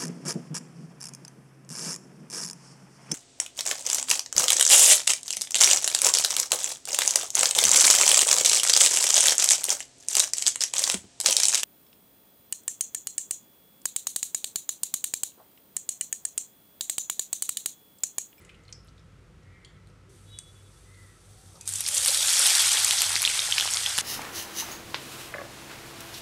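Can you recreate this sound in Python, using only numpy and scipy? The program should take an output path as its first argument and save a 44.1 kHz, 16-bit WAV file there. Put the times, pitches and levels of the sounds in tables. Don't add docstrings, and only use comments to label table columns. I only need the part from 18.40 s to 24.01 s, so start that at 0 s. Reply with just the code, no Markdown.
import sys
import numpy as np
from scipy import signal
from scipy.fft import rfft, irfft
from scipy.io import wavfile
from scipy.ndimage import uniform_filter1d

SR = 44100
rng = np.random.default_rng(int(sys.argv[2]) if len(sys.argv) > 2 else 0)


def digitize_waveform(pressure):
    field = np.atleast_2d(pressure).T
    bounded = np.clip(field, -1, 1)
    quanta = np.round(bounded * 32767).astype(np.int16)
    wavfile.write(sys.argv[1], SR, quanta)


def voltage_ratio(decibels):
    exponent = np.asarray(decibels, float) / 20
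    return 10 ** exponent


N = 247522
TIME = np.arange(N) / SR
BINS = np.fft.rfftfreq(N, 1 / SR)


# (time [s], level [dB])
STEAM = [
    (3.258, -55),
    (3.284, -42.5),
    (3.43, -43.5),
    (3.6, -33),
    (3.75, -30),
    (4.104, -24),
    (4.322, -26.5),
    (4.996, -32.5),
    (5.61, -34),
]
# (time [s], extra level [dB], spread [s])
LANDINGS = [
    (3.29, -1.5, 0.024),
    (3.39, 3, 0.018),
    (3.475, 3, 0.015),
    (3.56, 3, 0.039),
    (3.69, 1, 0.056),
]


def steam():
    surges = sum(db * np.exp(-((TIME - s) / spread) ** 2) for s, db, spread in LANDINGS)
    return np.interp(TIME, *np.transpose(STEAM)) + surges


# (frequency [Hz], density [dB/Hz])
FRY_COLOUR = [(150, -60), (250, -38), (399, -24.5), (554, -19), (693, -16.5), (824, -11), (980, -13.5),
              (1340, -9), (1890, -8), (2900, -5.5), (3310, -1), (3800, -3), (7040, 1), (8220, 5.5),
              (9440, 3.5), (12500, -7.5), (15600, -20)]


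def frying():
    heap_s, heap_spread_s = 3.83, 0.23
    spray_open_db, spray_covered_db = 3, -2.56
    big_db, big_db_per_s, steam_mid_db = -38.5, 2.5, -28
    mid_db = steam()
    covered = .5 + .5 * np.tanh((TIME - heap_s) / heap_spread_s)
    high_db = mid_db + spray_open_db + (spray_covered_db - spray_open_db) * covered
    low_db = big_db + (mid_db - steam_mid_db) + big_db_per_s * (TIME - STEAM[5][0])
    dense = evened(bubbling(per_s=7000, spread_db=3.0, clump_db=1.1, wet_db=-8))
    crackle = evened(bubbling(per_s=420, spread_db=2.0, clump_db=1.5, wet_db=-12))
    fizz = patchy(coloured(dense + voltage_ratio(-7.0) * crackle, FRY_COLOUR))
    low, below = lowpassed(fizz, 2370), lowpassed(fizz, 6470)
    big = voltage_ratio(low_db) * evened(low)
    middling = voltage_ratio(mid_db) * evened(below - low)
    fine = voltage_ratio(high_db) * evened(fizz - below)
    return (TIME >= STEAM[0][0]) * (big + middling + fine)


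# (time [s], peak [dB], pitch [Hz])
TICKS = [(3.3219, -25.0, 9040.0), (3.3271, -20, 8350.0), (3.374, -29, 6760), (3.3918, -24.0, 9220.0),
         (3.3978, -22.0, 7670.0), (3.5777, -11, 8100.0), (3.5945, -19, 8530.0), (3.6155, -21, 8440.0),
         (3.6836, -8.5, 4390.0), (3.7056, -8, 7600), (3.7193, -15, 8600), (3.7295, -17, 9820.0),
         (3.7737, -12, 8000), (3.8033, -22, 4000), (3.8094, -13.0, 5860.0), (3.8786, -11.0, 7670.0),
         (3.8917, -11.5, 4220.0), (3.9044, -8, 9100), (3.9286, -19, 8200), (3.9483, -10.0, 6630.0),
         (4.0364, -16, 7840.0), (4.0681, -3, 9130.0), (4.0836, -7.0, 5600.0), (4.0984, -8, 5340.0),
         (4.1574, -6, 8530.0), (4.1803, -21, 5500),
         (4.2576, -15, 3880.0), (4.267, -13, 3620.0), (4.3019, -18, 6890.0), (4.3319, -18, 7400),
              (4.3471, -15, 4130.0), (4.3553, -14, 8240), (4.4296, -20, 9300.0), (4.445, -15, 9000),
              (4.4716, -14, 10420.0), (4.5038, -16, 8300), (4.5092, -4, 3600), (4.5533, -20, 8010.0),
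              (4.601, -12, 6460.0), (4.644, -18, 9400), (4.6494, -16, 4570.0), (4.682, -15.0, 9220.0),
              (4.7191, -14.0, 7840.0), (4.7648, -13, 5170.0), (4.7894, -16, 7320.0), (4.8398, -14.5, 2400),
              (4.8992, -17, 2370), (4.9369, -17.5, 2740), (5.019, -19, 3190.0), (5.051, -15, 7840.0),
              (5.1122, -11, 5770.0), (5.18, -12, 5100), (5.2247, -16, 3530.0), (5.3106, -12.0, 8270.0),
              (5.3313, -16, 5860.0), (5.361, -16, 8440.0), (5.3712, -15, 4310.0), (5.403, -18, 7670.0),
              (5.435, -18.0, 3700.0), (5.493, -14, 8100.0), (5.574, -17, 5400), (5.5802, -9, 8350.0)]
# (time [s], peak [dB], pitch [Hz])
SPRAY = [(3.2107, -29, 5860), (3.256, -31, 8270), (3.2768, -25, 8100), (3.2832, -28, 9000),
         (3.2908, -21, 9600), (3.3369, -15, 8150), (3.3562, -20, 7850), (3.4776, -13, 9000),
         (3.5491, -10, 7600), (3.5601, -13, 8150), (3.5778, -11, 7860), (3.5818, -15, 7660),
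         (3.6733, -10, 9200), (3.7738, -15, 7900), (3.8736, -7.5, 7800), (3.9335, -6.5, 7400),
         (3.9937, -2, 8650), (4.0653, -6, 8950), (4.3319, -8, 8100), (4.4827, -12, 9150),
         (4.5039, -18, 8480), (3.705, -15, 7960), (3.44, -19, 5940), (5.3107, -18, 8200),
         (5.3611, -18, 8440)]
# (time [s], peak [dB], pitch [Hz])
SNAPS = [(3.3981, -29, 7600), (3.6471, -29, 5200), (3.8834, -10, 5360), (3.9287, -6, 8160),
         (3.9671, -6, 4260), (4.0736, -1.5, 4600), (4.1522, -2, 3650), (4.1803, -16, 5540),
         (4.1983, -9, 8970), (4.221, -5, 9200), (4.2798, -14, 4940), (4.3485, -28, 1000),
         (4.5229, -10, 4200), (4.6071, -7, 4000), (4.6942, -9, 6000), (4.8197, -4.5, 8250),
         (5.1871, -11, 3240), (5.2094, -9, 3030), (5.2482, -12.5, 5640), (5.4031, -29, 5990),
         (5.5803, -11.5, 1510)]
# (time [s], peak [dB], pitch [Hz], snap share [0-1])
CRACKS = [(3.4066, -10, 5770, .75), (3.4867, -8, 8000, .55), (3.6606, -2, 8200, .65),
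          (3.6802, -3, 8180, .3), (4.3175, -4, 6500, .6), (4.4474, -1, 7600, .45), (4.5091, -2, 4300, .7),
          (4.6191, 0, 7800, .6), (4.8285, -7, 6500, .65), (5.3375, -7, 6650, .4), (5.5862, -1, 2950, .8)]
# (time [s], peak [dB], pitch [Hz], ring [cycles])
BUBBLES = [(3.4634, -14.5, 4670, 2.7), (3.746, -10, 4400, 3.8), (3.829, -16, 3640, 9.7),
           (4.0585, -10, 3920, 4.2), (4.0837, -16, 5400, 2.9), (4.3716, -11, 3500, 5),
           (4.7555, -8, 3850, 2.1), (4.7628, -12, 2300, 1.4), (4.829, -28, 990, 2.6),
           (4.8509, -5.5, 3500, 3.4), (4.8601, -11.5, 4060, 6.5), (4.876, -7.5, 2930, 4.7),
           (4.9367, -19.5, 2820, 4.3), (4.9926, -9, 3720, 5.8), (5.1237, -7.5, 3220, 4.9),
           (5.1821, -5.5, 2720, 2.8), (5.1988, -6, 3500, 1.3), (5.276, -16.5, 3800, 3.7),
           (5.2765, -21, 1300, 1.2), (5.345, -12, 4950, 3.2), (5.3714, -14.5, 3400, 4.9),
           (5.4612, -9.5, 3320, 15), (5.5087, -16, 3340, 1), (5.586, -19, 890, 0.49),
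           (5.225, -22.5, 1420, 1.3), (5.256, -25.5, 1000, 1.4), (5.501, -28.5, 1100, 1.3)]


def spits():
    ticks = pops(TICKS, cycles=2.1, snap=0.28, sputter_ms=0.56, wet_db=-5)
    spray = pops(SPRAY, cycles=2.9, snap=0.04, sputter_ms=2.0, wet_db=-6.5)
    snaps = pops(SNAPS, cycles=1.8, snap=0.67, sputter_ms=1.1, wet_db=-5)
    cracks = sum(pops([(s, db, hz)], cycles=3.7, snap=snap, sputter_ms=0.99, wet_db=None)
                 for s, db, hz, snap in CRACKS)
    bubbles = pops(BUBBLES, snap=.25, sputter_ms=1.7, wet_db=-16)
    return ticks + spray + snaps + room(cracks, wet_db=-12.5) + bubbles


# (middle [s], spread [ms], level [dB], pitch [Hz])
FLURRIES = [(3.277, 1.2, -25.5, 8200), (3.284, 2.4, -35, 9200), (3.291, 1.7, -26, 9200),
            (3.298, 1.7, -32, 8500), (3.326, 4, -33, 8400), (3.338, 1.5, -28, 8050),
            (3.358, 1.8, -28, 8100), (3.374, 3.1, -36, 7000), (3.447, 5, -33, 5600),
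            (3.454, 2.1, -33, 2600), (3.468, 3.6, -31, 5000), (3.157, 3, -53, 5500),
            (3.212, 2, -42.5, 8300), (3.407, 0.91, -22, 10000), (4.319, 1.5, -22, 4500),
            (3.479, 2, -29, 9000), (3.488, 2.3, -22, 7500), (3.546, 6.8, -27, 8250), (3.568, 3, -25, 4700),
            (3.58, 2.5, -21, 7600), (3.647, 3.5, -23, 5370), (3.65, 3.2, -23, 8900),
            (3.674, 1.2, -31, 9200), (3.685, 2, -25, 4530), (3.713, 2.3, -37, 3320),
            (3.775, 1.7, -26, 4100), (3.826, 3.6, -26, 7700), (3.884, 4.7, -26, 3430), (5.02, 3, -30, 3630),
            (5.266, 2, -26.5, 5200), (5.29, 3.5, -34, 3120), (5.406, 2.3, -32, 3100), (4.551, 2, -36, 3250),
            (4.585, 1.7, -26, 4300), (4.395, 2.4, -31, 3600)]


def flurries():
    pitch_width_share, rise_share = 0.21, 0.58
    out, t = np.zeros(N), np.arange(-1000, 1000) / SR
    hz_axis = np.fft.rfftfreq(2000, 1 / SR)
    for s, spread_ms, db, hz in FLURRIES:
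        swarm = rng.standard_normal(2000) * rng.exponential(1, 2000) ** 1.7
        resonance = 1 / (1 + ((hz_axis - hz) / (pitch_width_share * hz)) ** 2)
        swarm = evened(irfft(rfft(swarm) * resonance))
        spread_s = np.where(t < -spread_ms / 2000, rise_share, 1) * max(spread_ms, .5) / 1000
        out[round(s * SR) - 1000:][:2000] += voltage_ratio(db) * swarm * np.exp(-(t / spread_s) ** 2 / 2)
    return room(out, wet_db=-8)


# (start [s], end [s], level [dB], rise [dB/s])
SIMMER = [
    (1.693, 2.887, -63, 0.5),
    (2.889, 3.27, -59.5, 5.5),
]
# (frequency [Hz], density [dB/Hz])
SIMMER_COLOUR = [(2120, -23), (3600, -1.5), (4090, -6.5), (4590, -1.5), (4960, -6), (6280, -1), (6880, -5),
                 (8200, 1), (9540, -1), (13600, -17), (15300, -16)]


def simmer():
    fizz = bubbling(per_s=9000, spread_db=3.5, clump_db=.8, wet_db=0.1)
    fizz = evened(coloured(fizz, SIMMER_COLOUR))
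    return sum(between(s, end) * voltage_ratio(db + db_per_s * (TIME - s)) * fizz
               for s, end, db, db_per_s in SIMMER)


# (start [s], length [s], pitch [Hz], level [dB], change [dB/s])
HOLLOWS = [(0, .35, 2050, -67, -15), (0.33, 0.15, 5250, -52, -170), (1.25, .12, 3330, -63, -100),
           (1.25, .08, 4500, -69, -120), (1.25, .08, 7100, -70, -120), (1.685, 0.11, 365, -59, -80),
           (2.887, 0.46, 754, -70.5, 3), (3.143, 0.044, 560, -57, -150), (3.145, 0.036, 1194, -58, -100),
           (3.14, .16, 930, -63, -20), (3.205, .07, 2500, -62, -30), (3.492, 0.15, 553, -53, 0),
           (3.675, .025, 530, -47, 0), (3.75, .3, 560, -55, 3)]


def hollow_notes():
    out = np.zeros(N)
    for s, length, hz, db, db_per_s in HOLLOWS:
        level = voltage_ratio(db + db_per_s * np.clip(TIME - s, 0, length))
        out += between(s, s + length) * level * whistle(hz, width_hz=35 + 0.1 * hz)
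    return out


# (time [s], peak [dB], decay [ms])
KNOCKS = [
    (0.3258, -27.5, 4),
    (1.2476, -37.5, 5.1),
    (1.988, -24, 1.9),
]
# (frequency [Hz], density [dB/Hz])
KNOCK_COLOURS = [
    [(880, -54), (1500, -41), (2080, -11), (3400, -20), (4770, -6), (5350, 1), (9450, -20), (10800, -39),
     (11300, -67), (15000, -41)],
    [(880, -62), (1500, -39), (2150, -10), (2600, -22), (3350, 4), (3850, -18), (4350, -2), (5100, -22),
     (5700, -13), (6400, -20), (7050, -7), (7600, -18), (8600, -11), (9740, -18), (11300, -37),
     (13000, -97)],
    [(880, -57), (1500, -28), (3000, -11), (3680, -6), (4560, -1), (5350, -22), (6690, -3), (7350, -9),
     (8300, 1), (14000, -36)],
]


def knocks():
    out, t = np.zeros(N), np.arange(2048) / SR
    hz_axis = np.fft.rfftfreq(2048, 1 / SR)
    for (s, db, decay_ms), colour in zip(KNOCKS, KNOCK_COLOURS):
        rattle = irfft(voltage_ratio(read(colour, hz_axis)) * np.exp(2j * np.pi * rng.random(1025)))
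        rattle = rattle * np.exp(-t / (decay_ms / 1000)) * (1 - np.exp(-t / .0001))
        out[round(s * SR):][:2048] += voltage_ratio(db) * rattle / abs(rattle).max()
    return room(out, wet_db=-13)


# (time [s], peak [dB], pitch [Hz])
CLICKS = [(.012, -49, 8160), (.0214, -49, 9340), (.0493, -44, 7240), (.0935, -40.5, 2630),
          (.0495, -50, 2670), (.1535, -56, 3100), (1.033, -57, 5600), (1.4726, -52, 8400), (1.5, -56, 5000),
          (2.545, -51, 4000), (.1451, -47, 2940), (.1514, -58, 7470), (.2369, -52, 6950),
          (.2523, -52, 4100), (.2808, -45.5, 4090), (.2907, -52, 2100), (.2912, -46, 3130),
          (.3014, -49, 9400), (.4469, -53, 11000), (.4733, -47.5, 8200), (.4844, -49, 4300),
          (.4795, -52, 3200), (.492, -51, 6000), (.0985, -43, 2360), (.104, -63, 3100), (.5801, -51, 3730),
          (.5944, -53, 5000), (1.0194, -62, 2140), (1.4726, -52.5, 4000), (1.4894, -58, 8320)]


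def clicks():
    return pops(CLICKS, snap=.3, sputter_ms=3.7, wet_db=-6)


# (start [s], length [s], loudest partial [Hz], level [dB], rasp [dB], upper partials [dB])
CAWS = [
    (1.01, .43, 1965, -66, -9, 9),
    (2.44, .39, 2045, -61, -12, -8),
]
# (ratio to loudest [1], level [dB])
CAW_PARTIALS = [(.68, -6), (.82, -6), (.9, 0), (1.1, 0), (1.2, -5)]


def crow():
    out = np.zeros(N)
    for s, length, top_hz, db, rasp_db, upper_db in CAWS:
        done = np.clip((TIME - s) / length, 0, 1)
        hz = top_hz * (1 - .015 * (1 - done) ** 4 - .11 * done ** 2)
        effort = between(s, s + length) * voltage_ratio(db - 17 * (1 - np.sin(np.pi * done ** .65)))
        rasp = sum(voltage_ratio(d + upper_db * (k > 1)) * whistle(hz * k, width_hz=55) for k, d in CAW_PARTIALS)
        voice = 0.75 * tone(hz, wander_hz=40, rate_hz=90) + .5 * whistle(hz, width_hz=170)
        out += effort * (voice + voltage_ratio(rasp_db + 14 * (done - .5)) * rasp)
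    return out


# (start [s], length [s], level [dB], low line [dB], top line [dB])
HORN = [
    (1.87, 0.041, -67, -16, 1),
    (1.91, .03, -69, 0, 10),
    (1.93, 0.085, -57.5, -13, 0),
    (2.029, 0.078, -60, -18, -12),
    (2.157, .06, -66, -10, -12),
    (2.25, 0.045, -67, -14, -10),
    (2.357, .03, -70, -15, -12),
]
# low, middle, top [Hz]
HORN_LINES = [2990, 3410, 3840]


def horn():
    edge_s = .02
    blips = sum(voltage_ratio(db + np.array([[low_db], [0], [top_db]])) * between(s, s + length)
                for s, length, db, low_db, top_db in HORN)
    blips = uniform_filter1d(blips, round(edge_s * SR))
    lines = [voltage_ratio(2.1 * drifting(rate_hz=26)) * tone(hz, wander_hz=13.8, rate_hz=46) for hz in HORN_LINES]
    return room((blips * lines).sum(0), wet_db=-12)


# (middle [s], length [s], level [dB])
HUM_SWELLS = [(0.354, 0.37, -59), (0.673, 0.42, -62), (1.09, 0.17, -55.5), (1.473, 0.34, -59),
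              (1.877, 0.31, -53.5), (2.198, 0.32, -55.5), (2.592, 0.38, -54.5), (2.906, 0.2, -54.5),
              (3.083, 0.14, -54), (3.328, 0.23, -49.5), (3.608, 0.093, -55), (3.858, 0.76, -64),
              (4.26, 0.14, -52), (4.43, 0.13, -53), (4.73, 0.24, -50), (5.2, 0.5, -61), (5.514, 0.41, -57)]


def hum():
    hum_hz, sub_hz, rest_db, sub_db = 96, 48.2, -69.5, -60
    swell = voltage_ratio(rest_db) + sum(voltage_ratio(db) * np.cos(np.pi * np.clip((TIME - s) / length, -.5, .5))
                               for s, length, db in HUM_SWELLS)
    throb = tone(sub_hz, wander_hz=5.26, rate_hz=8.2) + 0.26 * whistle(sub_hz + 12, width_hz=33)
    sub = voltage_ratio(sub_db + 1.5 * drifting(rate_hz=0.73)) * throb
    return swell * tone(hum_hz, wander_hz=3.16, rate_hz=7.0) + sub


# (time [s], level [dB])
TRAFFIC = [
    (0, -57.5),
    (1.0, -54),
    (1.5, -56),
    (2.4, -59),
    (3.0, -59),
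    (3.5, -58),
    (4.0, -60.5),
    (4.7, -55.5),
    (5.2, -56),
    (5.61, -55),
]
# (frequency [Hz], density [dB/Hz])
RUMBLE = [(18, -28), (30, 1), (146, 2.5), (215, -5), (237, -48), (266, -5), (305, -28), (387, -18),
          (455, -41), (497, -7.5), (600, -48), (780, -51), (1320, -120)]


def traffic():
    rumble = evened(coloured(rng.standard_normal(N), RUMBLE))
    return voltage_ratio(np.interp(TIME, *np.transpose(TRAFFIC))) * rumble


# (frequency [Hz], density [dB/Hz])
AIR = [(150, -42), (250, -2.5), (282, -18), (307, -2.5), (377, -2.5), (455, -5.5), (496, -5.5),
       (664, -12.5), (888, -14), (1340, -10), (1790, -14.5), (1950, -13.5), (4150, -21.5), (8970, -26.5),
       (15000, -44)]


def room_air():
    level_db, rustle_db, rustle_s = -62.5, 4, 0.11
    air = evened(coloured(rng.standard_normal(N), AIR))
    pipe = voltage_ratio(-75 + 2.6 * drifting(rate_hz=5)) * whistle(1320, width_hz=98)
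    return voltage_ratio(level_db + rustle_db * np.exp(-TIME / rustle_s)) * air + pipe


def kitchen():
    duck_from_db, duck_share = -33.5, 0.38
    low = hum() + traffic()
    over_db = np.maximum(uniform_filter1d(steam(), size=6000) - duck_from_db, 0)
    return voltage_ratio(-duck_share * over_db) * (low - lowpassed(low, 40.2) + room_air())


def bubbling(per_s, spread_db, clump_db, wet_db):
    clumps = voltage_ratio(clump_db * evened(lowpassed(rng.standard_normal(N), 27.4)))
    out = np.zeros(N)
    for hz in np.geomspace(900, 12000, num=22):
        draw = rng.random((2, N))
        size_db = spread_db * np.minimum(-np.log(draw[1] + 1e-9), 4)
        train = (draw[0] < per_s / 22 / SR) * voltage_ratio(size_db)
        out += signal.oaconvolve(train, burst(hz, cycles=1.97, snap=0.66, glide=0.16))[:N]
    return room(out * clumps, wet_db)


# (frequency [Hz], gain [dB])
MIC_EDGE = [(200, -8), (1200, -1), (3000, 1.5), (9500, 4), (12000, 0.5), (15000, -7.5)]


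def pops(rows, snap, sputter_ms, wet_db, cycles=4.4):
    grid = np.linspace(0, 1, 200)
    mic = signal.firwin2(101, grid, voltage_ratio(np.interp(grid * SR / 2, *np.transpose(MIC_EDGE))))
    fade = np.exp(-np.arange(400) / SR / (sputter_ms / 1000))
    out = np.zeros(N + 1200)
    for s, db, hz, *own in rows:
        draw = rng.random((400, 2))
        train = (draw[:, 0] < .05) * (2 * draw[:, 1] - 1) * fade
        train[0] = 1
        ring_cycles = max(own[0] if own else cycles, .7)
        sound = np.convolve(train, burst(hz, ring_cycles, snap, glide=0.0023))
        sound = np.convolve(sound, mic)
        out[round(s * SR) - len(mic) // 2:][:len(sound)] += voltage_ratio(db) * sound / abs(sound).max()
    return out[:N] if wet_db is None else room(out[:N], wet_db)


def burst(hz, cycles, snap, glide):
    t = np.arange(400) / SR
    turns = hz * t * (1 + glide * hz * t / cycles)
    ring = np.sin(2 * np.pi * turns) * np.exp(-2.3 * hz * t / cycles) * (1 - np.exp(-3 * hz * t))
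    crack = (1 - t / .00006) * np.exp(-t / .00006)
    mix = (1 - snap) * ring / abs(ring).max() - snap * crack
    return mix / abs(mix).max()


# (frequency [Hz], t60 [s])
ROOM = [(300, 0.08), (2000, 0.36), (5000, 0.16), (9000, 0.3), (14000, 0.081)]


def room(x, wet_db):
    hz, t, z = signal.stft(rng.standard_normal(SR // 2), SR, nperseg=128)
    decay = voltage_ratio(-60 * t / np.maximum(read(ROOM, hz), .02)[:, None])
    tail = signal.istft(z * decay, SR, nperseg=128)[1]
    tail = np.pad(tail / np.linalg.norm(tail), (90, 0))
    return x + voltage_ratio(wet_db) * signal.oaconvolve(x, tail)[:N]


def chance_field(shape, bins, frames):
    field = uniform_filter1d(rng.standard_normal(shape), size=bins, axis=0)
    return uniform_filter1d(field, size=frames, axis=1)


def patchy(x):
    hz, t, z = signal.stft(x, SR, nperseg=512)
    field = evened(chance_field(z.shape, bins=5, frames=4))
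    return signal.istft(z * voltage_ratio(1.8 * field), SR, nperseg=512)[1][:N]


def holes(x, above_hz, share):
    hz, t, z = signal.stft(x, SR, nperseg=1024)
    field = chance_field(z.shape, bins=9, frames=6)
    starved = (field < np.quantile(field, share)) & (hz[:, None] > above_hz)
    return signal.istft(z * ~starved, SR, nperseg=1024)[1][:N]


def tone(hz, wander_hz, rate_hz):
    drift = wander_hz * drifting(rate_hz)
    return np.sqrt(2) * np.sin(2 * np.pi * np.cumsum(hz + drift) / SR)


def whistle(hz, width_hz):
    r = np.exp(-np.pi * width_hz / SR)
    noise = [1, 1j] @ rng.standard_normal((2, N))
    slow = signal.lfilter([1], np.convolve([1, -r], [1, -r]), noise)
    carrier = np.exp(2j * np.pi * np.cumsum(hz * np.ones(N)) / SR)
    return evened((slow * carrier).real)


def coloured(x, colour):
    z = rfft(x)
    flat = z / np.sqrt(uniform_filter1d(abs(z) ** 2, size=151))
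    return irfft(flat * voltage_ratio(read(colour, BINS)), N)


def read(points, hz):
    f, value = np.transpose(points)
    return np.interp(np.log(hz + 1), np.log(f + 1), value)


def lowpassed(x, hz, order=8):
    return irfft(rfft(x) / (1 + (BINS / hz) ** order), N)


def drifting(rate_hz):
    return evened(lowpassed(rng.standard_normal(N), rate_hz))


def evened(x):
    return x / np.sqrt(np.mean(x ** 2) + 1e-20)


def between(start, end):
    return (TIME >= start) & (TIME <= end)


def scene():
    pan = frying() + spits() + flurries() + simmer()
    handling = hollow_notes() + knocks() + clicks()
    return (pan + handling + crow() + horn() + kitchen())[None]


def top_cut(x):
    return signal.sosfilt(signal.butter(12, 15400, fs=SR, output="sos"), x)


def record(dry):
    limited = lowpassed(np.clip(dry[0], -.98, .98), 15550, order=260)
    mix = holes(limited, above_hz=12900, share=.45)[None]
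    return top_cut(mix)


dry = scene()
out = record(dry)
digitize_waveform(out)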